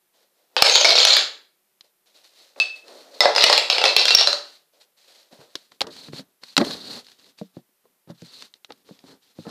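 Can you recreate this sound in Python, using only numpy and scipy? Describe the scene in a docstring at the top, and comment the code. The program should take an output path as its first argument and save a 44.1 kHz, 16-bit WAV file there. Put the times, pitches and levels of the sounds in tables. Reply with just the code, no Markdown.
"""Small wooden planks tumble on a wooden floor in two bursts of clatter, in a small hard-walled room.
Each contact cracks, rings a plank and knocks the floorboard. Sleeves rustle; later a hand shifts on
the phone that holds the microphone: ticks, thumps and rubbing on its case.
One microphone with a strong presence peak, limited and clipped at full scale."""
import sys
import numpy as np
from scipy import signal
from scipy.fft import rfft, irfft, next_fast_len
from scipy.io import wavfile
from scipy.ndimage import minimum_filter1d, map_coordinates

SR = 44100
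rng = np.random.default_rng(int(sys.argv[2]) if len(sys.argv) > 2 else 0)


def master(y):
    """Save y as 16-bit WAV."""
    cut = np.clip(np.atleast_2d(y).T, -1, 1)
    pcm = np.round(cut * 32767)  # scale
    wavfile.write(sys.argv[1], SR, pcm.astype(np.int16))


N = 419082
TIME_S = np.arange(N) / SR


def amp(db):
    return 10 ** (np.asarray(db) / 20)


def log_interp(points, hz):
    knot_hz, values = np.transpose(points)
    return np.interp(np.log(hz + 1), np.log(knot_hz + 1), values)


def wobble(rate_hz):
    """Smooth random curve."""
    return map_coordinates(rng.standard_normal(int(N * rate_hz / SR) + 4), [TIME_S * rate_hz])


def filtered(x, response):
    size = next_fast_len(N + SR // 2)
    return irfft(rfft(x, size) * response(np.fft.rfftfreq(size, 1 / SR)), size)[..., :N]


def noise(spectrum):
    """Coloured noise, rms 1."""
    x = filtered(rng.standard_normal(N), lambda hz: amp(log_interp(spectrum, hz)))
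    return x / np.sqrt(np.mean(x ** 2))


def place(times_s, sounds):
    """Sum of rows, each starting at its time."""
    index = np.round(times_s * SR).astype(int)[:, None] + np.arange(sounds.shape[1])
    return np.bincount(index.ravel(), sounds.ravel(), N + SR)[:N]


def ring(hz, db, t60_s, attack_s, size):
    """One damped sine per row."""
    t = np.arange(size) / SR
    hz, db, t60_s = (np.reshape(v, (-1, 1)) for v in (hz, db, t60_s))
    return amp(db - 60 * t / t60_s) * np.sin(2 * np.pi * hz * t) * (1 - np.exp(-t / attack_s))


def burst(db, t60_s, size):
    """One damped noise burst per row."""
    t = np.arange(size) / SR
    return amp(db[:, None] - 60 * t / t60_s) * rng.standard_normal((len(db), size))


# Background spectrum: (frequency [Hz], relative density [dB])
BACKGROUND_SPECTRUM = [(18, -30.5), (30, -22.5), (62, -45), (200, -12.5), (273, -26), (373, -7.5),
                       (403, -15), (7010, -22.5), (13800, -16.5), (14900, -23)]


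def background(rms_db=-69.5):
    """Steady room and preamp noise."""
    return amp(rms_db) * noise(BACKGROUND_SPECTRUM)


# Noise swells, mostly cloth and skin strokes; the one at 4.45 s is a soft hiss as the clatter dies away: #
# (full-pressure time [s], rise [s], hold [s], fade [s], hiss [dB], rumble [dB])
NOISE_SWELLS = [(0.144, 0.022, 0.092, .1, -62, -67.5), (0.386, 0.15, .04, .25, -66.5, -71.5),
                (0.559, 0.12, 0.012, .02, -62, -62), (1.846, 0.019, 0.0017, .07, -57.5, -64.5),
                (2.06, 0.0049, 0.038, .2, -60, -74.5), (2.152, .03, .02, .2, -53, -64),
                (2.246, 0.025, .002, .12, -49.5, -68), (2.41, .25, 0.018, .25, -51, -63.5),
                (2.587, 0.053, 0.0026, .02, -50, -45.5), (2.759, 0.026, .002, .15, -47.5, -58),
                (2.886, 0.11, 0.13, .35, -49.5, -50), (3.149, 0.15, 0.047, .02, -48, -51.5),
                (4.45, .01, 0.11, .1, -51.5, -75), (4.737, 0.017, .02, .2, -62, -66.5),
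                (4.813, 0.022, .002, .05, -49, -65), (4.977, .017, 0.18, .1, -56, -74),
                (5.08, .02, 0.12, .16, -52, -65), (5.327, 0.03, .002, .2, -51, -53.5),
                (5.413, 0.073, 0.00203, .15, -50.5, -52), (5.5, 0.052, 0.058, .02, -57, -68),
                (5.577, .02, .01, 0.17, -50, -64), (5.718, 0.01, 0.0022, .09, -52.5, -62),
                (5.845, 0.03, 0.0019, .03, -104, -38.5), (5.878, 0.017, .01, 0.086, -53, -44.5),
                (5.908, .015, .17, .06, -46, -54.5), (6.196, 0.15, .002, .03, -38.5, -45.5),
                (6.217, 0.011, 0.0028, .1, -60.5, -58.5), (6.438, 0.039, .002, .04, -46.5, -59),
                (6.464, .03, .07, 0.038, -48, -71), (6.61, 0.03, 0.0018, .04, -32.5, -19),
                (6.644, .02, .09, 0.14, -35, -38.5), (6.803, .03, 0.031, .1, -43, -49.5),
                (6.916, 0.24, .065, 0.057, -37.5, -42.5), (7.05, 0.035, .07, .1, -51.5, -67),
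                (7.19, .02, .11, .06, -55, -65), (7.388, 0.021, .002, .12, -50.5, -60),
                (7.572, 0.069, .002, .06, -57, -60.5), (7.844, .012, .002, .13, -73.5, -68.5),
                (8.108, 0.059, .002, .03, -52.5, -47.5), (8.154, .03, 0.0014, .03, -58, -66),
                (8.247, 0.029, 0.045, .08, -48.5, -63), (8.365, 0.39, .09, .05, -46.5, -62),
                (8.555, .01, .002, .03, -59, -66), (8.7, 0.015, .002, .05, -56, -48),
                (8.736, .02, 0.084, .03, -64.5, -71.5), (8.891, 0.091, .002, .25, -53.5, -60),
                (9.003, 0.023, .002, .03, -56.5, -63), (9.079, 0.09, .05, 0.055, -51, -51.5),
                (9.223, 0.037, 0.089, 0.087, -60, -74.5), (9.392, 0.08, .06, .05, -52.5, -59.5),
                (9.488, 0.065, .01, .05, -45.5, -41)]


def stroke_levels(swing_db=20, touch_db=-9.5, touch_s=0.012):
    """Hiss and rumble in dB. Each swell touches, rises, holds and fades; the loudest one wins."""
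    out_db = np.full((2, N), -150.)
    for full_s, rise_s, hold_s, fade_s, *levels_db in NOISE_SWELLS:
        contact_s = full_s + rise_s * touch_db / swing_db
        ramps = np.maximum((full_s - TIME_S) / rise_s, (TIME_S - full_s - hold_s) / fade_s).clip(0)
        onset = (contact_s - TIME_S).clip(0) / touch_s
        out_db = np.maximum(out_db, np.array(levels_db)[:, None] - swing_db * (ramps + onset))
    return out_db


# Friction spectra of sleeves, skin on the case and firm rubbing by the microphone port:
# (frequency [Hz], relative density [dB])
SLEEVE_HISS = [(410, -46.5), (700, -15), (1080, -20), (2050, -14), (2300, -17), (2420, -12.5),
               (2680, -14.5), (3990, -8.5), (14900, -29.5)]
SLEEVE_RUMBLE = [(47, -67.5), (80, -55.5), (284, -13.5), (352, -12), (579, -4), (833, -14), (2000, -25),
                 (2600, -42.5), (4400, -120)]
CASE_HISS = [(290, -34.5), (500, -8.5), (664, -19), (846, -13), (2250, -11), (4030, -3), (4580, -5.5),
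             (12700, -23), (14900, -28.5)]
CASE_RUMBLE = [(35, -54), (60, -31), (276, -7.5), (344, -19.5), (398, -11.5), (550, -17), (2000, -28.5),
               (2600, -63.5), (4400, -120)]
PORT_RASP = [(2900, -38.5), (3700, -8.5), (4250, -2), (4800, -10), (5800, -39.5)]


def rubbing(sleeve_to_case_s=(5.4, 5.87), firm_db=-44):
    """Uneven friction: hiss flickers, rumble comes in lumps, firm strokes add a narrow rasp."""
    hiss_db, rumble_db = stroke_levels()
    on_case = np.interp(TIME_S, sleeve_to_case_s, [0, 1])
    hiss = (1 - on_case) * noise(SLEEVE_HISS) + on_case * noise(CASE_HISS)
    flicker_db = (0.2 + 1.3 * on_case) * wobble(60) + 1.5 * wobble(410)
    hiss *= amp(hiss_db - 4.5 + flicker_db)
    pressure_db = np.clip(0.89 * (hiss_db - firm_db), -22, 0)
    rasp = noise(PORT_RASP) * amp(hiss_db + pressure_db - 1.5 + 2.5 * wobble(90))
    rumble = (1 - on_case) * noise(SLEEVE_RUMBLE) + on_case * noise(CASE_RUMBLE)
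    return hiss + rasp + rumble * amp(rumble_db + 1.1 * wobble(40))


# Floorboard modes: (frequency [Hz], level re knock [dB], t60 [s])
FLOOR_MODES = [(480, 1.3, 0.075), (584, 8.5, .05), (754, 13, 0.016), (995.5, 1.6, .02), (1318, 2.7, 0.024)]


def contacts(time_s, db, bend_hz, bend_db, upper_hz, upper_db, knock_db, twist_db, spread_db, size):
    """Each contact cracks, rings three plank modes and knocks the floorboard; mode levels are re db."""
    scatter = rng.standard_normal((14, len(time_s)))
    twist_hz = 4150 * (1 + 0.16 * scatter[12])
    sound = burst(db, t60_s=0.011, size=size)
    sound += ring(bend_hz, db + bend_db + spread_db * scatter[0], 0.06, 0.0012, size)
    sound += ring(upper_hz, db + upper_db + spread_db * scatter[1], 0.03, 0.00066, size)
    sound += ring(twist_hz, db + twist_db + spread_db * scatter[13], 0.011, 0.00012, size)
    for k, (mode_hz, mode_db, t60_s) in enumerate(FLOOR_MODES):
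        spot_hz = mode_hz * (1 + 0.088 * scatter[2 + k])  # varies with the spot struck
        sound += ring(spot_hz, db + knock_db + mode_db + 2.2 * scatter[7 + k], t60_s, 0.00038, size)
    return place(time_s, sound)


# Plank impacts, and at 4.81 s a faint tick of the hand voiced the same way: # (time [s], crack level [dB],
# bending mode [Hz], bending re crack [dB], # upper mode [Hz], upper re crack [dB], floor knock re crack [dB])
PLANK_BLOWS = [(0.5657, -8, 2608, -9, 6450, -22, -10.5), (0.6222, 9, 2370, -21.5, 5273, -15, -23),
               (0.654, -16, 2401, -11.5, 4707, -11.5, -17.5), (0.6968, -5, 2571, -13, 6270, -5.5, -21),
               (0.7557, -5.5, 2270, -15.5, 6725, -4.5, -17), (0.8116, -8, 2333, -21.5, 6075, -8.5, -13.5),
               (0.846, -4, 2230, -9.5, 5647, -9.5, -15), (0.852, -1.5, 2327, -17, 5143, -8.5, -24),
               (0.8916, -3.5, 2194, -13.5, 4940, -12, -18), (0.9057, -7.5, 2428, -21.5, 5840, -16.5, -17.5),
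               (0.9209, -8.5, 2212, -12.5, 5644, -10, -15.5), (0.9537, -7.5, 2230, -25, 5525, -5, -17.5),
               (0.9791, -6.5, 2845, -22.5, 5495, -8, -20), (1.051, 1.5, 2186, -18, 6005, -11.5, -25.5),
               (1.071, -9, 2320, -21.5, 6065, -16.5, -18.5), (1.1676, -4, 2304, -23, 4995, -19, -30.5),
               (2.6, -10.5, 2618, 1.5, 6290, -16, -27), (3.2056, -4, 2029, -5, 5248, -1.5, -15.5),
               (3.2558, -12, 2021, -5, 5125, -7.5, -0.5), (3.3505, -12, 1962, -23.5, 5276, -10.5, -15),
               (3.3619, -5, 2750, -25.5, 5036, -8.5, -17.5), (3.3806, -5, 2606, -14, 4920, -14.5, -20.5),
               (3.423, -6.5, 1969, -16, 5250, -24.5, -23), (3.4394, 4, 2930, -20, 4503, -16, -25),
               (3.464, -6.5, 2090, -18.5, 5237, -19, -16), (3.4983, -6.5, 1938, -14, 5170, -10, -12),
               (3.5281, -5.5, 1943, -9.5, 5226, -14.5, -16.5), (3.578, 0, 2666, -21, 5196, -15.5, -24),
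               (3.7, -2, 2918, -21.5, 5210, -10.5, -24.5), (3.7825, -9.5, 2820, -15.5, 5200, -17, -17),
               (3.8153, -14, 2678, -4, 4810, -14, -7.5), (3.8398, -4, 1940, -15, 5110, -17.5, -12.5),
               (3.8543, -4, 2620, -8, 4990, -18, -17.5), (3.9648, 1, 2653, -15, 5400, -12.5, -23),
               (4.0544, -2.5, 2786, -24.5, 5500, -17, -31), (4.0818, -7, 2450, -17, 4916, -9.5, -26),
               (4.106, -3.5, 2725, -9, 7037, -12.5, -34.5), (4.149, 3, 2815, -22, 5484, -2.5, -28.5),
               (4.21, -7.5, 2753, -21.5, 5372, -6.5, -17.5), (4.2728, -2, 2745, -37.5, 4822, -14, -23),
               (4.3295, -8.5, 2860, -32, 4860, -26.5, -23), (4.8124, -58, 2870, -27.5, 4980, -12.5, -6)]


def blows():
    """Single planks land or meet; the faint last one is a tick of the hand."""
    return contacts(*np.transpose(PLANK_BLOWS), twist_db=-15.5, spread_db=2.5, size=2600)


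# Clatter envelopes, one list per stretch: (time [s], level [dB])
CLATTER_ENVELOPES = [
    [(0.57, -24), (0.614, -32.5), (0.64, -33.5), (0.664, -21.5), (0.695, -24.5)],
    [(0.7, -23.5), (0.76, -19), (0.84, -29.5)],
    [(0.85, -21.5), (0.902, -23.5), (0.944, -28.5)],
    [(0.955, -20.5), (1.03, -18.5), (1.055, -28.5), (1.075, -19), (1.12, -18), (1.194, -27.5),
     (1.24, -37.5)],
    [(3.21, -27.5), (3.24, -26.5), (3.256, -30.5), (3.35, -47.5)],
    [(3.36, -34.5), (3.4, -21.5), (3.42, -24.5), (3.444, -16), (3.454, -35.5), (3.49, -31.5), (3.52, -20),
     (3.6, -29.5), (3.69, -45.5)],
    [(3.705, -29), (3.721, -20.5), (3.799, -37), (3.879, -24.5), (3.955, -40)],
    [(3.97, -18), (4.02, -25.5), (4.05, -40), (4.07, -36), (4.085, -19.5), (4.15, -29), (4.18, -20.5),
     (4.22, -27.5), (4.338, -43), (4.37, -62.5)],
]
# Typical plank per stretch: (bending mode [Hz], upper mode [Hz], upper re crack [dB], floor knock [dB])
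CLATTER_PLANKS = [(2200, 18000, -12.5, -16), (2470, 6600, 2.5, -19), (2195, 5700, -7.5, -15.5),
                  (2293, 7000, -4.5, -23), (2120, 5700, -7, -7), (1945, 5250, -16.5, -17.5),
                  (2630, 2300, -13, -15), (2740, 5450, -8, -21.5)]


def tumble(count=900, typical_db=-26.5):
    """Many small plank contacts at random times, a few harder than the rest."""
    envelope_db = np.full(N, -70.)
    for points in CLATTER_ENVELOPES:
        knot_s, knot_db = np.transpose(points)
        inside = (TIME_S >= knot_s[0]) & (TIME_S <= knot_s[-1])
        envelope_db[inside] = np.interp(TIME_S[inside], knot_s, knot_db)
    start_s, end_s = np.transpose([(points[0][0], points[-1][0]) for points in CLATTER_ENVELOPES])
    elapsed_s = np.cumsum(end_s - start_s)
    when, force, bend_draw, upper_draw = rng.random((count, 4)).T
    offset_s = when * elapsed_s[-1]
    stretch = np.searchsorted(elapsed_s, offset_s)
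    time_s = end_s[stretch] - (elapsed_s[stretch] - offset_s)
    db = envelope_db[np.round(time_s * SR).astype(int)]
    bend_hz, upper_hz, upper_db, knock_db = np.array(CLATTER_PLANKS)[stretch].T
    knock_db -= 0.25 * (db - typical_db)  # the floor rumbles on through lulls
    force_db = -2.2 * np.log(force + 0.1)
    bend_hz *= np.exp(0.05 * (bend_draw - 0.5))  # planks vary in stiffness
    upper_hz *= np.exp(0.15 * (upper_draw - 0.5))
    return contacts(time_s, db + force_db, bend_hz, -16.5, upper_hz, upper_db, knock_db,
                    twist_db=-1, spread_db=3.5, size=1300)


# Room decay: (frequency [Hz], t60 [s])
ROOM_DECAY = [(200, 0.72), (600, 0.36), (1500, 0.4), (2600, 0.38), (4000, 0.35), (10000, .36)]


def room(x, wet_db, until_s=5):
    """Hard walls add a tail with frequency-dependent decay, drawn anew for each short block."""
    wet, block = np.zeros(N + 2 * SR), SR // 8
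    for start in range(0, until_s * SR, block):
        hz, t, spectra = signal.stft(rng.standard_normal(SR * 3 // 4), SR, nperseg=256)
        decay = amp(-60 * t / log_interp(ROOM_DECAY, hz)[:, None])
        tail = signal.istft(spectra * decay, SR, nperseg=256)[1]
        tail *= 1 - np.exp(-np.arange(len(tail)) / SR / 0.00044)
        reverb = signal.fftconvolve(x[start:start + block], tail / np.linalg.norm(tail))
        wet[start:start + len(reverb)] += reverb
    return x + amp(wet_db) * wet[:N]


def plank_radiation(x):
    """Small planks radiate no bass; their cracks are soft at the top."""
    return filtered(x, lambda hz: (1j * hz / (1j * hz + 230)) ** 7 / (1 + 1j * hz / 9000) ** 2)


def case_band(x, makeup_db=12.5):
    """The case passes a dull low-mid band."""
    return amp(makeup_db) * filtered(x, lambda hz: 1j * hz / (1j * hz + 300) / (1 + 1j * hz / 1300) ** 2)


# Case ticks: (time [s], peak level [dB], dull part re peak [dB])
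CASE_TICKS = [(1.8089, -28.5, -29), (2.0715, -44, -23.5), (2.2493, -37, -18), (2.4, -43.5, 3),
              (2.8809, -29.5, -28), (5.3283, -38.5, -9.5), (5.4124, -47.5, 16), (5.5548, -11, -28.5),
              (5.7194, -37, 4), (5.8074, -6, -7), (5.8162, -4, -2.5), (5.8696, -23, -17),
              (5.9653, -23.5, -31), (6.4363, -23, -35.5), (6.567, 1, -9), (6.5784, 4.5, 1.5),
              (6.6483, -16, 1), (6.7092, -13, -3), (6.7411, -20.5, -18), (7.0454, -36.5, -26),
              (7.0674, -33, -23), (7.0853, -32.5, -31.5), (7.0978, -36, -27), (7.1172, -32, -16),
              (7.1964, -38.5, -16.5), (7.243, -38, -25), (7.3874, -32, -20), (7.5662, -46, -10.5),
              (8.1044, -40.5, -10), (8.2192, -30.5, -32.5), (8.2744, -45.5, -27), (8.4233, -20.5, -7),
              (8.539, -30, -25), (8.6467, -25.5, -28.5), (8.7216, -27, -26), (8.9905, -34.5, -27)]


def ticks(crest_db=11.5):
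    """The case ticks under the hand: dry bursts, bright plus dull, with a faint short wake."""
    time_s, peak_db, dull_db = np.transpose(CASE_TICKS)
    t = np.arange(3000) / SR
    decay = amp(-60 * t / 0.013) + amp(-18.5 - 60 * t / 0.079)
    envelope = amp(peak_db - crest_db)[:, None] * decay
    bright, dull = envelope * rng.standard_normal((2, *envelope.shape))
    return place(time_s, bright) + case_band(place(time_s, amp(dull_db)[:, None] * dull))


# Hand on the case, and a plank nudged on the floor:
# (time [s], level [dB], main mode [Hz], t60 [s], relative noise bite [dB])
THUMPS = [(2.561, -44, 572.4, 0.047, -0.5), (5.326, -43, 240, 0.078, -12), (5.39, -42.5, 140, 0.11, -20),
          (5.554, -30.5, 372, 0.032, 0), (5.81, -25, 531, 0.063, -3), (5.867, -33, 456, 0.097, -12),
          (6.085, -32, 150.6, 0.2, -5.5), (6.133, -28.5, 149.4, 0.1, -3.5), (6.194, -32.5, 196, 0.091, -3),
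          (6.433, -42, 325, 0.025, 1), (6.578, -10, 273, 0.073, -2.5), (6.614, -11, 343, 0.071, -7),
          (6.669, -23.5, 398, 0.038, -23.5), (7.414, -23.5, 207, 0.081, -22),
          (7.569, -26.5, 175.5, 0.057, -29.5), (7.589, -46, 236, 0.076, -28.5), (7.69, -63, 300, .03, -10),
          (7.854, -52, 477, 0.051, -13), (8.075, -39.5, 165, 0.063, -15.5), (8.1, -27.5, 170, 0.11, -29.5),
          (8.222, -30, 167, 0.099, -22), (8.705, -34.5, 476, 0.041, 1.5), (8.889, -37, 443, 0.038, -9.5),
          (8.91, -32.5, 203, 0.061, -27.5), (9.04, -38, 264, 0.058, -15), (9.388, -27, 168.6, 0.082, -35),
          (9.451, -43.5, 462, 0.3, -11.5), (9.468, -25.5, 208, 0.06, -15)]


def thumps(size=6000):
    """Each push rings a few rough low modes under a dull bite of noise."""
    time_s, db, hz, t60_s, bite_db = np.transpose(THUMPS)
    scatter = rng.standard_normal((8, len(time_s)))
    modes = ring(hz, db + 2, t60_s, 0.0013, size)
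    for k, (ratio, relative_db) in enumerate([(0.8, -6.5), (1.4, -5), (1.9, -7), (2.7, -8)]):
        mode_hz = ratio * hz * (1 + 0.1 * scatter[k])
        mode_db = db + relative_db + 2.2 * scatter[4 + k]
        modes += ring(mode_hz, mode_db, 1.37 * t60_s / ratio ** 0.86, 0.00049, size)
    bite = burst(db + bite_db, t60_s=0.018, size=3000)
    return place(time_s, modes) + case_band(place(time_s, bite))


def microphone(x, port_hz=4200, width_hz=1300):
    """The port resonates; bass and top treble fall away."""
    def response(hz):
        presence = 1 + 5.27j * hz * width_hz / (port_hz ** 2 - hz ** 2 + 1j * hz * width_hz)
        return presence * (1j * hz / (1j * hz + 105)) ** 4 / (1 + 1j * hz / 7000) ** 3
    return filtered(x, response)


def limiter(x, threshold_db=-8, depth=2.4, attack_s=0.003, hold_s=0.009, release_s=0.008):
    """Gain over-ducks just after a loud onset, holds, then recovers."""
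    pole = np.exp(-1 / (attack_s * SR))
    rms = np.sqrt(np.abs(signal.lfilter([1 - pole], [1, -pole], x * x)))
    gain = np.minimum(1, amp(threshold_db) / (rms + 1e-9)) ** depth
    width = int(hold_s * SR) // 2 * 2 + 1
    held = minimum_filter1d(gain, width, origin=width // 2)
    pole = np.exp(-1 / (release_s * SR))
    return x * signal.lfilter([1 - pole], [1, -pole], held, zi=[pole])[0]


def scene():
    """Planks in the room plus dry handling noise, the same in both channels."""
    planks = plank_radiation(room(blows() + tumble(), wet_db=-1.5))
    mono = microphone(planks + ticks() + thumps()) + rubbing() + background()
    return np.array([mono, mono])


def record(dry, top_hz=15000):
    """The limiter reacts late, so peaks saturate; then a band limit and a clip at full scale."""
    limited = np.array([limiter(channel) for channel in dry])
    saturated = limited / (1 + np.abs(limited / 1.1) ** 6) ** (1 / 6)
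    return np.clip(filtered(saturated, lambda hz: hz < top_hz), -1, 1)


dry = scene()
out = record(dry)
master(out)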